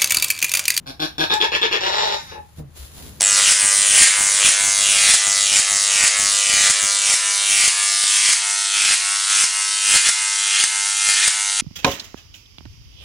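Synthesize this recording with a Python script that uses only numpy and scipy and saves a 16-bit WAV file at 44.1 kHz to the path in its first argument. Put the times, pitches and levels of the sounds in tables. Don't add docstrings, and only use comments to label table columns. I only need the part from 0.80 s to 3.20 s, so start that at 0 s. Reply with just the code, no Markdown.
import sys
import numpy as np
from scipy import signal
from scipy.fft import rfft, irfft
from scipy.io import wavfile
from scipy.ndimage import map_coordinates

SR = 44100
rng = np.random.default_rng(int(sys.argv[2]) if len(sys.argv) > 2 else 0)


def file_out(sig):
    cols = np.atleast_2d(sig).T
    lim = np.clip(cols, -1, 1)
    pcm = np.round(lim * 32767).astype(np.int16)
    wavfile.write(sys.argv[1], SR, pcm)


N = 105840
TIME = np.arange(N) / SR
JITTER_HZ = 169.5


def goat():
    # t/s, length/s, level/dB, swell/dB, pitch/Hz, roughness/0-1, mouth opening/0-1,
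    # rasp f/Hz, rasp level/dB, treble tilt/(dB per kHz), overtone level/dB
    bleats = [(0.06,0.047,-27.5,12.5,135.3,0.16,0.06,4040,-19,0.07,-10),
              (0.195,0.058,-17.5,11.5,155.5,0.25,0.14,3530,-5,-0.26,-9.5),
              (0.381,0.062,-17.5,5.5,160,0.31,0.31,3600,-3.5,-0.5,-7.5),
              (0.498,0.048,-15,4,197.3,0.4,0.6,3655,3.5,-0.5,-15),
              (0.602,0.05,-15,3,212.5,0.29,.9,3500,-0.5,0,-6),
              (0.718,.048,-14.5,2,206.8,0.4,1,2640,-6,-0.04,-13.5),
              (0.814,.048,-14.5,3.5,223.9,0.22,1,3570,3,-0.28,-6),
              (0.911,0.057,-17,2.5,220.2,0.32,1,2690,-6.5,-0.1,-6),
              (1.018,0.063,-23.5,6.5,192.6,0.17,0.95,2760,5,.5,-32),
              (1.515,0.073,-37,-3.5,204,0.24,0.88,2600,-24,-9.5,-5)]
    # t/s, length/s, start f/Hz, end f/Hz, level/dB
    tones = [(.404, 0.028, 1574, 1662, -19), (0.535, 0.045, 861.6, 853, -20),
             (0.635, 0.029, 922, 850, -21.5), (1.328, 0.041, 858, 922, -30.5),
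             (1.205, 0.095, 818, 846, -31.5), (1.545, 0.06, 865, 840, -36)]
    voice = np.zeros(N)
    for start, *row in bleats:
        add(voice, start, bleat(*row))
    add(voice, *scream())
    add(voice, *whimper())
    for start, *row in tones:
        add(voice, start, ringing_tone(*row))
    add(voice, 1.779, grunt())
    return voice


def bleat(length, level_db, swell_db, pitch_hz, rough, mouth, rasp_hz, rasp_db, tilt_db, overtone_db):
    # half-shut f/Hz, open f/Hz, width/Hz, half-shut level/dB, open level/dB
    resonances = [(176, 192.4, 78, -13.5, -24), (284, 502, 131, -10, -6), (712, 927, 210, -3.5, -9),
                  (1000, 1350, 164, -14.5, -14), (1547, 1764, 113, -8.5, -4.5),
                  (2270, 2320, 120, -48, -9.5), (2470, 2584, 305, -12, -1.5), (3627, 3394, 347, -6.5, -2.5),
                  (4460, 3955, 590, -3, -6.5), (5010, 5280, 610, -6, -13), (6800, 6850, 250, -35, -26),
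                  (9760, 9800, 3900, -19, -32.5)]
    attack_s, release_s, swell_s = 0.0022, 0.0064, 0.037
    t = np.arange(0, length + 0.064, 1 / SR)
    progress = np.minimum(t / length, 1)
    sag = 1 - np.sin(np.pi * progress / 1.35)
    drive, cycles = vocal_folds(t, pitch_hz * (1 - 0.2 * abs(mouth) * sag), rough * (1 + progress))
    opening = mouth * (1 - 0.36 * sag)
    voice = amp(rasp_db - 15.5 * progress ** 2) * unit(resonate(drive, rasp_hz, width_hz=217))
    for shut_hz, open_hz, width_hz, shut_db, open_db in resonances:
        hz = shut_hz + opening * (open_hz - shut_hz)
        db = shut_db + opening * (open_db - shut_db) + tilt_db * hz / 1000
        voice += amp(db) * unit(resonate(drive, hz, width_hz))
    fade = np.minimum(t / attack_s, 1) * np.exp(-np.maximum(t - length, 0) / release_s)
    gain = amp(level_db - swell_db * np.maximum(1 - t / swell_s, 0))
    return (unit(voice) + amp(overtone_db) * overtone(cycles)) * fade * gain


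def scream(overtone_db=-11):
    # t/s, level/dB, pitch/Hz, roughness/0-1
    course = [(1.008, -23, 186, 0.27), (1.03, -19.5, 188, 0.28), (1.092, -21, 188, 0.33),
              (1.108, -27, 188, 0.4), (1.127, -19, 191, .4), (1.188, -21, 208, 0.49), (1.222, -19, 213, .4),
              (1.29, -21, 208.1, .35), (1.348, -20.5, 201.2, .35), (1.375, -66, 190, 0.53)]
    # f/Hz, width/Hz, level/dB
    resonances = [(586, 136, -1.5), (872, 130, -0.5), (1444, 134, -9), (1910, 370, -4), (2730, 510, -4.5),
                  (3710, 450, -1), (4420, 230, -8.5), (5350, 750, -8), (7320, 170, -24.5),
                  (10100, 2600, -32)]
    start, t, level_db, hz, rough = follow(course)
    drive, cycles = vocal_folds(t, hz, rough)
    voice = throat(drive, resonances, stretch=1 + 0.013 * wander(t, rate_hz=25))
    return start, amp(level_db) * (voice + amp(overtone_db) * overtone(cycles))


def whimper(waver=0.0029):
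    # t/s, level/dB, pitch/Hz
    course = [(1.35, -34, 312), (1.4, -35.5, 304), (1.45, -48, 277), (1.5, -39.5, 252), (1.56, -47, 212)]
    # f/Hz, width/Hz, level/dB
    resonances = [(296.1, 114, -21), (930, 122, -11), (1890, 920, 7.5), (3800, 250, 6), (5100, 1560, 5)]
    start, t, level_db, hz = follow(course)
    cycles = np.cumsum(hz * (1 + waver * wander(t, JITTER_HZ))) / SR
    buzz = sum(np.cos(2 * np.pi * k * cycles) for k in range(1, 28))
    return start, amp(level_db) * throat(buzz, resonances) * signal.windows.tukey(len(t), 0.1)


def grunt(length=0.116, attack_s=0.023):
    t = np.arange(0, length, 1 / SR)
    progress = t / length
    pitch_hz = np.interp(progress, [0, 1], [166.1, 126])
    mouth_hz = np.interp(progress, [0, 1], [558, 210])
    drive, _ = vocal_folds(t, pitch_hz, rough=0.19)
    low_note = unit(resonate(drive, pitch_hz, width_hz=69))
    mouth = unit(resonate(drive, mouth_hz, width_hz=246)) * amp(-5 - 16 * progress)
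    return (low_note + mouth) * amp(-34.5 - 14 * progress ** 2) * np.minimum(t / attack_s, 1)


def vocal_folds(t, hz, rough, jitter=0.09, shimmer_db=4, puff_above_hz=400):
    rough = np.clip(rough, 0, 1)
    cycles = np.cumsum(hz * (1 + jitter * rough * wander(t, JITTER_HZ))) / SR
    pulses = np.diff(np.floor(cycles), prepend=-1)
    airflow = 0.22 + np.exp(-(cycles % 1) / 0.052)
    puffs = airflow * rng.standard_normal(N)[:len(t)]
    puffs = signal.sosfilt(signal.butter(2, puff_above_hz, "high", fs=SR, output="sos"), puffs)
    strength = amp(shimmer_db * rng.uniform(-1.2, 1, 256))[cycles.astype(int)]
    return (np.sqrt(1 - rough) * unit(pulses) + np.sqrt(rough) * unit(puffs)) * strength, cycles


def throat(drive, resonances, stretch=1):
    return unit(sum(amp(db) * unit(resonate(drive, hz * stretch, width_hz))
                    for hz, width_hz, db in resonances))


def overtone(cycles):
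    return unit(np.sin(4 * np.pi * cycles))


def ringing_tone(length, start_hz, end_hz, level_db, waver_hz=145.8, fade_s=0.0057):
    t = np.arange(0, length, 1 / SR)
    glide_hz = start_hz + (end_hz - start_hz) * t / length
    hz = glide_hz * (1 + 0.012 * wander(t, waver_hz))
    tone = unit(np.sin(2 * np.pi * np.cumsum(hz) / SR))
    fade = np.minimum(np.minimum(t, length - t) / fade_s, 1)
    return amp(level_db + wander(t, waver_hz)) * fade * tone


def clicks(decay_s=0.001):
    # t/s, level/dB
    ticks = [(0.2,-40), (0.242,-44), (0.382,-28), (0.44,-28.5), (0.539,-18.5), (0.605,-47), (0.763,-29.5),
             (0.815,-26.5), (1.277,-29), (1.342,-28)]
    # f/Hz, level/dB
    tick_tone = [(300,-23), (5000,12), (16000,-12)]
    t, out = TIME[:1024], np.zeros(N)
    for start, db in ticks:
        add(out, start, amp(db) * rng.standard_normal(len(t)) * np.exp(-t / decay_s))
    return colour(out, tick_tone)


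def shavings(snaps_per_s=6700):
    # t/s, crackle level/dB, scuff level/dB
    slide = [(0, -89, -51.5), (1.45, -51, -53), (1.62, -61, -53), (1.75, -59.5, -76), (1.79, -48, -35.5),
             (1.841, -70, -49.5), (1.949, -57, -64), (1.965, -43.5, -59), (2.05, -45, -57),
             (2.11, -51, -54.5), (2.179, -43, -43), (2.28, -44, -42), (2.34, -50, -49.5), (2.4, -51.5, -45)]
    # f/Hz, level/dB
    snap_tone = [(150, -24), (400, -1), (1100, -5), (2300, -6), (3800, -1.5), (7300, -8.5), (10400, -7),
                 (16000, -18)]
    # f/Hz, level/dB
    scuff_tone = [(30, -18), (70, -3.5), (130, -11.5), (260, -13.5), (500, -23), (1200, -33), (4000, -53)]
    times, crackle_db, scuff_db = np.transpose(slide)
    snaps = spikes(N, snaps_per_s) * amp(-np.minimum(rng.exponential(1, (2, N)), 4))
    crackle = spread(colour(snaps, snap_tone), side=1.09)
    crackle *= amp(np.interp(TIME, times, crackle_db) + 0.5 * wander(TIME, rate_hz=70))
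    scuff = spread(colour(rng.standard_normal((2, N)), scuff_tone), side=0.41)
    return crackle + scuff * amp(np.interp(TIME, times, scuff_db))


def floor_bumps():
    # t/s, length/s, f/Hz, level/dB
    knocks = [(1.986, 0.078, 67.5, -38), (2.295, 0.042, 68.5, -47.5)]
    out = np.zeros(N)
    for start, length, hz, db in knocks:
        t = np.arange(0, length, 1 / SR)
        boom = np.sin(2 * np.pi * hz * t) * signal.windows.tukey(len(t), 0.5)
        add(out, start, amp(db) * unit(boom))
    return out * amp([[1.2], [-3]])


def stall_echo(early_s=0.018, ring_fade_s=0.21, shared=0.21):
    # f/Hz, t/s
    fade_times = [(100, 0.34), (400, 0.25), (900, 0.29), (3000, 0.32), (6000, 0.27), (14000, 0.44)]
    # f/Hz, level/dB
    rings = [(855, -29), (1740, -29), (3830, -23), (5500, -22)]
    t = TIME[:SR // 2]
    late = spikes(len(t), per_s=3000) * (t > 0.006)
    hz, times, spectrum = signal.stft(late, SR, nperseg=256)
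    spectrum *= amp(-60 * times / read(fade_times, hz)[:, None])
    tail = signal.istft(spectrum, SR, nperseg=256)[1][:, :len(t)]
    early = spikes(len(t), per_s=900) * (t > 0.0015) * np.exp(-t / early_s)
    parts = [(-7.5, tail), (-3, early)]  # level/dB, sound
    for ring_hz, db in rings:
        ring = np.array([resonate(side, ring_hz, width_hz=197) for side in late])
        parts.append((db, ring * amp(-60 * t / ring_fade_s)))
    echo = sum(amp(db) * part / np.linalg.norm(part, axis=1, keepdims=True) for db, part in parts)
    echo[1] = shared * echo[0] + np.sqrt(1 - shared ** 2) * echo[1]
    return echo


def stall(voice):
    # f/Hz, level/dB
    echo_tone = [(200,-7), (800,2.5)]
    # f/Hz, delay/s
    right_lag = [(150, 0.00014), (350, 0.00017), (700, 0.0008), (1000, 0.00077), (1700, 0.00037),
                 (6000, 0.000409)]
    # f/Hz, level/dB
    right_tone = [(100, 3.5), (400, -5.5), (900, -2.5), (1200, 1), (2500, -4), (4000, 1), (6000, 1.5),
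                  (14000, -1.5)]
    echo = stall_echo()
    reflected = colour(signal.fftconvolve(voice[None], echo, axes=1), echo_tone)
    left, right = (voice + reflected) / np.sqrt(1 + np.sum(echo[0] ** 2))
    hz = np.fft.rfftfreq(N, 1 / SR)
    right = irfft(rfft(right) * np.exp(-2j * np.pi * hz * read(right_lag, hz)), N)
    return np.array([left, colour(right, right_tone)])


def background():
    # f/Hz, level/dB
    notes = [(78, -55), (156, -59.5)]
    # f/Hz, level/dB
    rumble_tone = [(20, -31), (50, -5.5), (80, -2.5), (115, -5.5), (170, -16), (300, -23), (1000, -24.5),
                   (4000, -34), (16000, -62)]
    hum = np.zeros(N)
    for hz, db in notes:
        gain = amp(db + 2.8 * wander(TIME, rate_hz=3.1))
        hum += gain * unit(np.sin(2 * np.pi * hz * TIME + 0.65 * wander(TIME, rate_hz=5.3)))
    rumble = amp(-53) * spread(colour(rng.standard_normal((2, N)), rumble_tone), side=0.8)
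    return (hum + rumble) * amp([[1.5], [-2.5]])


def amp(db):
    return 10 ** (np.asarray(db) / 20)


def unit(x):
    return x / np.sqrt(np.mean(x ** 2) + 1e-20)


def read(points, hz):
    f, value = np.transpose(points)
    return np.interp(np.log(hz + 1), np.log(f + 1), value)


def follow(course):
    times, *columns = np.transpose(course)
    t = np.arange(0, times[-1] - times[0], 1 / SR)
    return times[0], t, *(np.interp(t + times[0], times, column) for column in columns)


def add(mix, start_s, sound):
    part = mix[max(round(start_s * SR), 0):][:len(sound)]
    part += sound[:len(part)]


def colour(x, points):
    size = 2 * N
    gain = amp(read(points, np.fft.rfftfreq(size, 1 / SR)))
    return irfft(rfft(x, size) * gain, size)[..., :N]


def wander(t, rate_hz):
    return map_coordinates(rng.standard_normal(2048), [t * rate_hz], order=3, mode="wrap")


def spikes(samples, per_s):
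    return rng.standard_normal((2, samples)) * (rng.random((2, samples)) < per_s / SR)


def resonate(x, hz, width_hz):
    spin = np.exp(2j * np.pi * np.cumsum(hz * np.ones(len(x))) / SR)
    decay = np.exp(-2 * np.pi * width_hz / SR)
    low = x / spin + 1e-18
    for _ in range(3):
        low = signal.lfilter([1 - decay], [1, -decay], low)
    return 2 * (spin * low).real


def spread(x, side):
    return unit(np.array([x[0] + side * x[1], x[0] - side * x[1]]))


def scene():
    return amp(0.5) * stall(goat() + clicks()) + shavings() + floor_bumps() + background()


def record(dry, ceiling=0.88, cutoff_hz=16200):
    # f/Hz, level/dB
    microphone = [(30, 1.5), (5600, -0.5), (6400, 3), (7400, 5.5), (8500, -7), (9700, 5.5), (12300, 6.5),
                  (13600, -34), (15000, 19), (16000, -51)]
    capped = np.clip(colour(dry, microphone), -ceiling, ceiling)
    treble_cut = signal.firwin(511, cutoff_hz, window=("kaiser", 9), fs=SR)
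    return signal.oaconvolve(capped, treble_cut[None], "same")


dry = scene()
out = record(dry)
file_out(out)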